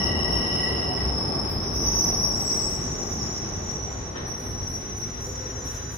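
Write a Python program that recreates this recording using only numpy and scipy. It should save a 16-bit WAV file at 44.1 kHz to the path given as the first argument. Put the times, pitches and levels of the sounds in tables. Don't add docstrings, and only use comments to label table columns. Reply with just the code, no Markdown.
import sys
import numpy as np
from scipy import signal
from scipy.fft import rfft, irfft, next_fast_len
from scipy.io import wavfile
from scipy.ndimage import uniform_filter1d

SR = 44100
rng = np.random.default_rng(int(sys.argv[2]) if len(sys.argv) > 2 else 0)


def wrap_up_sound(samples):
    columns = np.atleast_2d(samples).T
    tamed = np.clip(columns, -1, 1)
    steps = np.round(tamed * 32767).astype(np.int16)
    wavfile.write(sys.argv[1], SR, steps)


N = 263277
TIME = np.arange(N) / SR

STOP_S = 8.85
STATION_T60_S = 0.7
TRAIN_LAG_S = 0.00043
CUTOFF_HZ = 15750
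GROAN_S, GROAN_DB = 0.93, -33.5
LURCH_RISE_DB_PER_S, LURCH_FALL_DB_PER_S = 161, 112
CONVERTER_GROWTH_DB_PER_S = 2.26
CHIRP_RISE_DB_PER_S, OTHER_BOGIE_LEFT_DB = 263, 4
EARS = np.array([[1], [-1]])

# (frequency [Hz], side minus mid [dB])
WIDTH = [(30, -44), (70, -26), (140, -13.5), (280, -10), (550, -3.5), (1000, 1), (2000, -2), (4500, 0),
         (9000, 6.5), (11500, -30)]
# (frequency [Hz], left minus right [dB])
LEAN = [(60, 1), (400, -0.5), (560, 2.5), (800, 3.5), (1100, 4), (1500, 1), (2500, -1.5), (4500, 0),
        (8000, 1.5)]

# (frequency [Hz], level [dB])
CONVERTER = [(4000, -59), (5000, -57.5), (7000, -83), (8000, -76), (9000, -75), (9998, -83.5)]
# (frequency [Hz], relative level per Hz [dB])
AIR_HISS = [(5000, -11), (8000, -5), (9500, 4.5), (11500, 8), (13000, -45), (15500, -13)]
# (frequency [Hz], relative level per Hz [dB])
PUFF = [(7000, -10.5), (8300, -11.5), (9300, -2.5), (10500, -1), (12000, -15), (13500, -14), (15500, -32)]
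# (frequency [Hz], relative level per Hz [dB])
PUFF_TOP = [(10000, -16), (12200, 2), (14000, -4), (15700, -10)]
# (time [s], relative level [dB])
PUFF_TOP_DB = [(2.5, 6), (4.2, -3), (5.9, -0.5)]
# (start [s], relative level [dB], length [s])
PUFFS = [(1.48, -59.5, 0.05), (1.726, -60.5, .05), (1.965, -66, 0.054), (2.207, -62, 0.066),
         (2.38, -58.5, .054), (2.687, -64, 0.067), (3.083, -65, 0.053), (4.26, -59, 0.039),
         (4.371, -59, .14), (4.661, -58.5, 0.096), (4.956, -58, .039), (5.195, -59, 0.095),
         (5.637, -58, .12), (5.9, -58.5, 0.059)]
# (frequency [Hz], relative level per Hz [dB])
BLOWER = [(215, -18), (262, 6), (310, -7.5), (360, -5.5), (400, 3), (470, -7), (510, 5.5), (560, -17.5),
          (800, -15.5), (1000, -10), (1150, -24), (1400, -18)]
# (time [s], level [dB])
BLOWER_DB = [(0, -67), (3.5, -59), (4.2, -44.5), (4.65, -47), (4.95, -57), (5.3, -43.5), (5.55, -41.5),
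             (5.97, -50.5)]

# (frequency [Hz], relative level per Hz [dB])
BOOM = [(18, -30), (29, -8.5), (36, -21), (44, 6), (51, -22), (60, 5), (70, 3), (79, -9.5), (100, -39)]
# (frequency [Hz], relative level per Hz [dB])
HUM = [(60, -38), (79, -10), (94, 2.5), (108, -2), (122, -4), (135, -7.5), (175, -49)]
# (frequency [Hz], relative level per Hz [dB])
ROAR = [(100, -68), (137, 1), (160, 1), (180, -1.5), (205, 0.5), (235, -3), (255, -1.5), (295, -5.5),
        (355, -2.5), (420, -5), (490, -9.5), (620, -45)]
# (frequency [Hz], relative level per Hz [dB])
RUSH = [(380, -33), (510, 1.5), (680, 0), (738, -1), (790, 0), (900, -3), (1000, -6.5), (1150, -3),
        (1280, -12), (1600, -25)]
# (frequency [Hz], relative level per Hz [dB])
PAD_HISS = [(900, -8.5), (1330, 1), (1560, 3), (1690, -1), (1810, 1), (2020, 2), (2100, -3), (2200, -2.5),
            (2450, -5), (2850, -6), (3400, -6.5), (3950, -6), (4400, -14.5), (5200, -8.5), (6500, -22),
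            (9000, -65)]
# (centre [s], half-length [s], bass change [dB], roar change [dB], rush change [dB])
SURGES = [(.1, .14, 1, 1.5, 0), (0.654, 0.031, -11, -1, 0), (1.55, 0.083, 4, -2, -1.5),
          (1.77, .035, 1, 0, -3), (1.3, 0.24, 0, 0.5, 1), (2.147, 0.49, 0.5, 1, 1.7),
          (2.519, 0.09, -6, -0.5, -1), (3.04, 0.056, -5.5, 0.5, 1), (3.369, 0.039, -3, -2, -0.5),
          (3.756, 0.043, -8, 0.5, 0.5), (3.95, 0.052, -0.5, -4, 1), (4.152, 0.068, -4.5, -2.5, 0.5),
          (4.395, 0.053, -8, -1, -1.5), (4.544, 0.12, 3, -1, 0.5), (4.806, .035, -5, 0, -0.5)]
# (peak time [s], level [dB], pitch [Hz])
LURCHES = [(0.15, -28.5, 76), (.34, -30.5, 65.4), (.74, -33, 72), (0.88, -34, 66.7), (1.07, -26.5, 62.7),
           (1.87, -28, 58), (2.31, -36, 60), (3.151, -37, 80), (3.621, -36.5, 88.5), (3.85, -36, 65),
           (4.02, -40, 77.8), (4.71, -36, 79.5), (5.399, -45, 70), (5.66, -38, 77.2), (5.85, -39.5, 77)]
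# (frequency [Hz], relative level per Hz [dB])
GROAN = [(660, -34), (715, -12), (738, 15), (765, -19), (830, -33)]

# (peak time [s], level [dB], time to climb the last 12 dB [s],
# body decay [dB/s], bright edge against body [dB], ring against body [dB])
SCUFFS = [(4.158, -43, 0.012, 62, -6.5, 0), (5.68, -48.5, 0.24, 16, -9.5, -6.5)]
# (frequency [Hz], relative level per Hz [dB])
SCUFF_BODY = [(600, 3), (1100, 0), (1450, 3.5), (1700, 1), (1860, 1), (2120, -8), (2500, -11)]
# (frequency [Hz], relative level per Hz [dB])
SCUFF_EDGE = [(2000, -13), (2500, -4), (3200, -1), (3900, -1), (4350, -18), (7000, -21)]
# (frequency [Hz], relative level [dB], damping [multiple of body decay])
GANGWAY_MODES = [(488, 1, .8), (614, -7, .9), (1095, -6, .7), (1824, -1, 1.1), (3100, -10, 1.7),
                 (3790, -12, 1.5), (3910, -13, 1.5)]

# (frequency [Hz], relative level [dB])
TRACTION_LOW = [(1925, -6.5), (1956, -6.5), (2005, -12.5)]
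# (frequency [Hz], relative level [dB])
TRACTION_HIGH = [(2768, -6.5), (2870, -5.5), (2910, -4.5), (2957, -3.5), (3065, -8), (3780, -18),
                 (3880, -17), (3990, -20)]
# (time [s], low tones' level [dB], high tones' level [dB])
WHINE_DB = [(0, -36.5, -37.5), (.07, -36, -37), (.13, -34.5, -38), (.22, -39.5, -37), (.29, -35.5, -40.5),
            (.37, -40.5, -38.5), (.46, -35.5, -39), (.54, -40.5, -38), (.64, -33.5, -37.5),
            (.72, -34.5, -39), (.77, -42, -41), (.83, -39.5, -41), (.95, -47, -44), (1.01, -37.5, -48),
            (1.08, -49, -51), (1.4, -83, -79)]

# (time [s], pitch [Hz], level before gain [dB])
SQUEAL_LOW = [(0, 5195, -37.5), (.35, 5230, -38), (.53, 5160, -35.5), (.8, 5183, -35), (1.05, 5180, -34.5),
              (1.35, 5110, -36.5), (1.75, 5136, -38), (2.0, 5330, -41), (2.15, 5230, -49)]
# (time [s], pitch [Hz], level before gain [dB])
SQUEAL_MAIN = [(0, 5428, -29.5), (.15, 5390, -34), (.25, 5442, -31), (.38, 5414, -29), (.46, 5320, -32.5),
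               (.55, 5377, -29.5), (.82, 5393, -35), (1.18, 5375, -33.5), (1.28, 5327, -33.5),
               (1.45, 5385, -33), (1.52, 5320, -37), (1.68, 5404, -39), (2.0, 5423, -30),
               (2.12, 5430, -32.5), (2.25, 5430, -29), (2.45, 5435, -33.5), (2.53, 5417, -31.5),
               (2.68, 5450, -32), (2.9, 5530, -43), (3.12, 5465, -44.5), (3.25, 5430, -38),
               (3.44, 5500, -41.5), (3.7, 5520, -62), (3.92, 5460, -73), (4.15, 5450, -57),
               (4.45, 5450, -59), (4.75, 5500, -60)]
# (time [s], pitch [Hz], level before gain [dB])
SQUEAL_HIGH = [(1.64, 5850, -45), (1.74, 5844, -43), (1.84, 5917, -31.5), (1.98, 5910, -29),
               (2.07, 5850, -27), (2.11, 5813, -34.5), (2.2, 5794, -29), (2.4, 5803, -36), (2.5, 5776, -32),
               (2.75, 5813, -39), (3.15, 5780, -40), (3.5, 5810, -42), (3.75, 5795, -48), (4.1, 5826, -47),
               (4.33, 5770, -40), (4.6, 5700, -42.5), (4.72, 5680, -38.5), (4.95, 5766, -45.5),
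               (5.03, 5750, -37.5), (5.16, 5720, -46), (5.24, 5744, -40), (5.34, 5743, -46),
               (5.41, 5756, -37.5), (5.55, 5740, -46), (5.68, 5720, -41), (5.97, 5700, -51.5)]
# (time [s], pitch [Hz], level before gain [dB])
SQUEAL_TOP = [(2.5, 6000, -46), (2.85, 6080, -52), (3.15, 6110, -48.5), (3.75, 6070, -54.5),
              (4.2, 6025, -57), (4.6, 6094, -51), (4.9, 6100, -48.5), (5.03, 6070, -48), (5.15, 6110, -52),
              (5.25, 6010, -48.5), (5.4, 6120, -54.5), (5.62, 6115, -49), (5.97, 6050, -49)]
# (time [s], pitch [Hz], level before gain [dB])
SQUEAL_FAINT = [(0, 5760, -36), (.25, 5560, -47), (.43, 5730, -39), (.8, 5630, -45), (1.1, 5610, -43),
                (1.5, 5590, -50), (1.65, 5584, -40), (1.82, 5590, -33.5), (2.05, 5620, -50),
                (2.5, 5730, -55), (3.2, 5640, -51), (3.6, 5580, -49)]
# (time [s], pitch [Hz], level before gain [dB])
SQUEAL_RESTLESS = [(1.75, 5970, -47), (1.95, 6030, -47), (2.3, 5870, -43), (2.7, 6060, -47.5),
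                   (3.3, 5914, -49.5), (3.85, 5834, -42), (4.0, 5920, -46)]
# (time [s], pitch [Hz], level before gain [dB])
SQUEAL_SHRILL = [(2.72, 6800, -58), (2.9, 6830, -44), (3.05, 6820, -41), (3.17, 6820, -42),
                 (3.26, 6830, -42), (3.38, 6850, -43.5), (3.5, 6810, -50), (3.65, 6947, -41),
                 (3.76, 7015, -44), (3.83, 6920, -53), (3.93, 6890, -44), (4.1, 6860, -55),
                 (4.3, 6960, -69), (5.02, 6800, -78), (5.1, 6900, -47), (5.18, 6850, -59),
                 (5.26, 6840, -42), (5.47, 6880, -49), (5.56, 6850, -46), (5.75, 6840, -45.5),
                 (5.97, 6940, -46)]
# (start [s], length [s], pitch [Hz], glide [Hz/s], level [dB],
# overtone setting [dB], fall [dB/s])
CHIRPS = [(2.355, 0.031, 7380, 800, -45, -34, 150), (2.435, 0.24, 7750, 150, -40.5, -18, 70),
          (3.701, 0.042, 5770, 500.5, -33, -32, 200), (3.876, 0.043, 7410, -500, -57, -34, 80),
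          (3.956, .05, 6240, -6, -49, -34, 110)]


def from_db(db):
    return 10 ** (np.asarray(db) / 20)


def rms_one(x):
    return x / np.sqrt(np.mean(x ** 2) + 1e-20)


def in_time(rows, t=TIME):
    seconds, *columns = np.transpose(rows)
    return [np.interp(t, seconds, column) for column in columns]


def at_hz(points, hz):
    f, value = np.transpose(points)
    return np.interp(np.log(hz + 1e-6), np.log(f), value)


def drift(rate, size=N):
    count, step = 2 ** 13, 64
    hz = np.fft.rfftfreq(count, step / SR)
    slow = irfft(rfft(rng.standard_normal(count)) / (1 + (hz / rate) ** 2))
    return np.interp(np.arange(size) / step, np.arange(count), rms_one(slow))


def evened(pair):
    power = uniform_filter1d(np.mean(pair ** 2, axis=0), size=SR // 7)
    return pair / np.sqrt(power + 1e-12)


def swell(start, length, rise, fall, t=TIME):
    before = np.maximum(start - t, 0)
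    after = np.maximum(t - start - length, 0)
    return -rise * before - fall * after


def speed(t=TIME):
    return np.clip(1 - t / STOP_S, 0.05, 1)


def rolling(db, power, flutter_db):
    return from_db(db + flutter_db * drift(7.1)) * speed() ** power


def diffuse_noise(spectrum, lag=TRAIN_LAG_S):
    size = next_fast_len(N, True)
    hz = np.fft.rfftfreq(size, 1 / SR)
    skirt = np.minimum(1, np.minimum(hz / spectrum[0][0], spectrum[-1][0] / (hz + 1))) ** 4
    colour = from_db(at_hz(spectrum, hz)) * skirt
    mid, side = rfft(rng.standard_normal((2, size))) * colour
    width = from_db(at_hz(WIDTH, hz))
    balance = from_db(EARS * at_hz(LEAN, hz) / 2)
    delay = np.exp(1j * np.pi * EARS * hz * lag)
    pair = irfft((mid + EARS * width * side) * balance * delay, size)[:, :N]
    return pair / np.std(pair.mean(0))


def station(ear_lag_count, direct):
    t = TIME[:SR]
    echoes = rng.standard_normal((3, SR)) * from_db(-60 * t / STATION_T60_S)
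    echoes /= np.sqrt(np.sum(echoes ** 2, axis=1, keepdims=True))
    along = echoes[2] + direct * (t == 0)
    response = echoes[:2] + 0.62 * np.array([along, np.roll(along, ear_lag_count)])
    return rfft(response, next_fast_len(N + SR, True))


def wavering(pitch_hz, waver_hz, rate):
    early = np.pad(pitch_hz + np.zeros(N), (SR, 0), mode="edge")
    waver = waver_hz * 2 * np.tanh(drift(rate, size=N + SR) / 2)
    return 2 * np.pi * np.cumsum(early + waver) / SR


def smeared(tone, hall):
    size = next_fast_len(N + SR, True)
    echoed = irfft(rfft(tone, size) * hall, size)
    return evened(echoed[:, SR:SR + N])


def converter():
    out = np.zeros((2, N))
    distance_db = CONVERTER_GROWTH_DB_PER_S * (TIME - TIME[-1])
    for hz, db in CONVERTER:
        for ear, lag in zip(out, (0, TRAIN_LAG_S)):
            gain = from_db(db + 3 + distance_db + 1.2 * drift(5))
            phase = 2 * np.pi * hz * (TIME - lag) + 0.35 * drift(5)
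            ear += gain * np.sin(phase)
    return out


def air():
    power = 0
    for start, db, length in PUFFS:
        opening = np.clip((TIME - start) / 0.02, 0, 1)
        after = np.maximum(TIME - start - length, 0)
        closing = from_db(-260 * after) + from_db(-9.5 - 14 * after)
        power = power + (opening * from_db(db) * closing) ** 2
    top_db, = in_time(PUFF_TOP_DB)
    colour = diffuse_noise(PUFF, lag=0) + from_db(top_db) * diffuse_noise(PUFF_TOP, lag=0)
    puffs = np.sqrt(power) * colour
    return from_db(-69.5) * diffuse_noise(AIR_HISS, lag=0) + from_db(-2.5) * puffs


def blower():
    level_db, = in_time(BLOWER_DB)
    return from_db(level_db) * diffuse_noise(BLOWER, lag=0)


def running_noise():
    surge_db = 0
    for centre, half, *db in SURGES:
        surge_db = surge_db + np.outer(db, np.exp(-((TIME - centre) / half) ** 2))
    bass_gain, roar_gain, rush_gain = from_db(surge_db)
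    boom = rolling(db=-37.5, power=0.49, flutter_db=-1.5) * evened(diffuse_noise(BOOM))
    hum = rolling(db=-36.5, power=0.37, flutter_db=0.3) * evened(diffuse_noise(HUM, lag=0.00038))
    roar = rolling(db=-31, power=1.34, flutter_db=0.5) * diffuse_noise(ROAR, lag=0.00018)
    rush = rolling(db=-37, power=1.57, flutter_db=0.5) * diffuse_noise(RUSH, lag=0.00027)
    rub = rolling(db=-47, power=0.52, flutter_db=1) * diffuse_noise(PAD_HISS)
    return bass_gain * (boom + hum) + roar_gain * roar + rush_gain * rush + rub


def lurches():
    out = 0
    for peak_s, db, hz in LURCHES:
        gain = from_db(db + swell(peak_s, 0, LURCH_RISE_DB_PER_S, LURCH_FALL_DB_PER_S))
        phase = wavering(hz, waver_hz=5.8, rate=19.6)[SR:]
        out = out + gain * np.sqrt(2) * np.sin(phase)
    return out


def groan():
    once = from_db(GROAN_DB + swell(GROAN_S, 0, rise=160, fall=240))
    faint = rolling(db=-48, power=2.4, flutter_db=-0.5)
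    return (once + faint) * evened(diffuse_noise(GROAN))


def gangway(hall):
    body = edge = 0
    rings = np.zeros((len(GANGWAY_MODES), N))
    _, mode_db, damping = np.transpose(GANGWAY_MODES)[:, :, None]
    for peak_s, db, rise_s, decay, edge_db, ring_db in SCUFFS:
        shape_db = swell(peak_s, 0, 12 / rise_s, decay)
        body = body + from_db(db + shape_db)
        edge = edge + from_db(db + edge_db + 2 * shape_db)
        rings += from_db(db + ring_db + mode_db + damping * shape_db)
    plates = 0
    for gain, mode in zip(rings, GANGWAY_MODES):
        tone = np.sin(wavering(mode[0], waver_hz=13.42, rate=45.5))
        plates = plates + gain * smeared(tone, hall)
    return body * diffuse_noise(SCUFF_BODY) + edge * diffuse_noise(SCUFF_EDGE) + plates


def traction(hall):
    low_db, high_db = in_time(WHINE_DB)
    low = sum(from_db(db) * np.sin(wavering(hz, waver_hz=14.16, rate=34))
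              for hz, db in TRACTION_LOW)
    high = sum(from_db(db) * np.sin(wavering(hz, waver_hz=28.25, rate=31.7))
               for hz, db in TRACTION_HIGH)
    return from_db(low_db) * smeared(low, hall) + from_db(high_db) * smeared(high, hall)


def squeal(pitch_hz, level_db, hall, waver_hz, octave_db):
    unrest = speed(np.arange(-SR, N) / SR) ** 0.6
    grit = 0.27 * unrest ** 2 * drift(125, size=N + SR)
    phase = wavering(pitch_hz, waver_hz * unrest, rate=31) + grit
    slip_db = np.pad(level_db, (SR, 0), mode="edge") + 30.5
    third_fits = 3 * np.max(pitch_hz) < SR / 2
    harmonics = np.sin(2 * phase) + from_db(-19) * np.sin(3 * phase) * third_fits
    overtones = from_db(octave_db + 0.73 * slip_db) * harmonics
    grip = from_db(1.3 * drift(26) - 0.2)
    return from_db(level_db) * grip * smeared(np.sin(phase) + overtones, hall)


def long_squeal(curve, hall, waver_hz, octave_db, gain_db):
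    pitch_hz, level_db = in_time(curve)
    start, end = curve[0][0], curve[-1][0]
    gate_db = swell(start, end - start, rise=300, fall=170)
    return squeal(pitch_hz, level_db + gain_db + gate_db, hall, waver_hz, octave_db)


def brakes(hall):
    other_bogie = station(ear_lag_count=19, direct=0.56)
    shrill = long_squeal(SQUEAL_SHRILL, other_bogie, waver_hz=41.7, octave_db=-12, gain_db=-4)
    for start, length, hz, glide, db, octave_db, fall in CHIRPS:
        pitch_hz = hz + glide * np.clip(TIME - start, -0.1, length + 0.1)
        level_db = db + swell(start, length, CHIRP_RISE_DB_PER_S, fall)
        shrill = shrill + squeal(pitch_hz, level_db, other_bogie, waver_hz=34, octave_db=octave_db)
    return (long_squeal(SQUEAL_LOW, hall, waver_hz=58, octave_db=-17.5, gain_db=1)
            + long_squeal(SQUEAL_MAIN, hall, waver_hz=49.86, octave_db=-24, gain_db=2.5)
            + long_squeal(SQUEAL_HIGH, hall, waver_hz=54.13, octave_db=-26.5, gain_db=4)
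            + long_squeal(SQUEAL_TOP, hall, waver_hz=48.56, octave_db=-38, gain_db=8)
            + long_squeal(SQUEAL_FAINT, hall, waver_hz=72, octave_db=-21, gain_db=0.5)
            + long_squeal(SQUEAL_RESTLESS, hall, waver_hz=76, octave_db=-30, gain_db=5)
            + shrill * from_db(EARS * OTHER_BOGIE_LEFT_DB / 2))


def scene():
    hall = station(ear_lag_count=19, direct=0.19)
    background = converter() + air() + blower()
    train = running_noise() + lurches() + groan() + gangway(hall)
    return background + train + traction(hall) + brakes(hall)


def record(dry):
    low_pass = signal.ellip(12, 0.1, 90, CUTOFF_HZ, fs=SR, output="sos")
    return signal.sosfilt(low_pass, dry)


dry = scene()
out = record(dry)
wrap_up_sound(out)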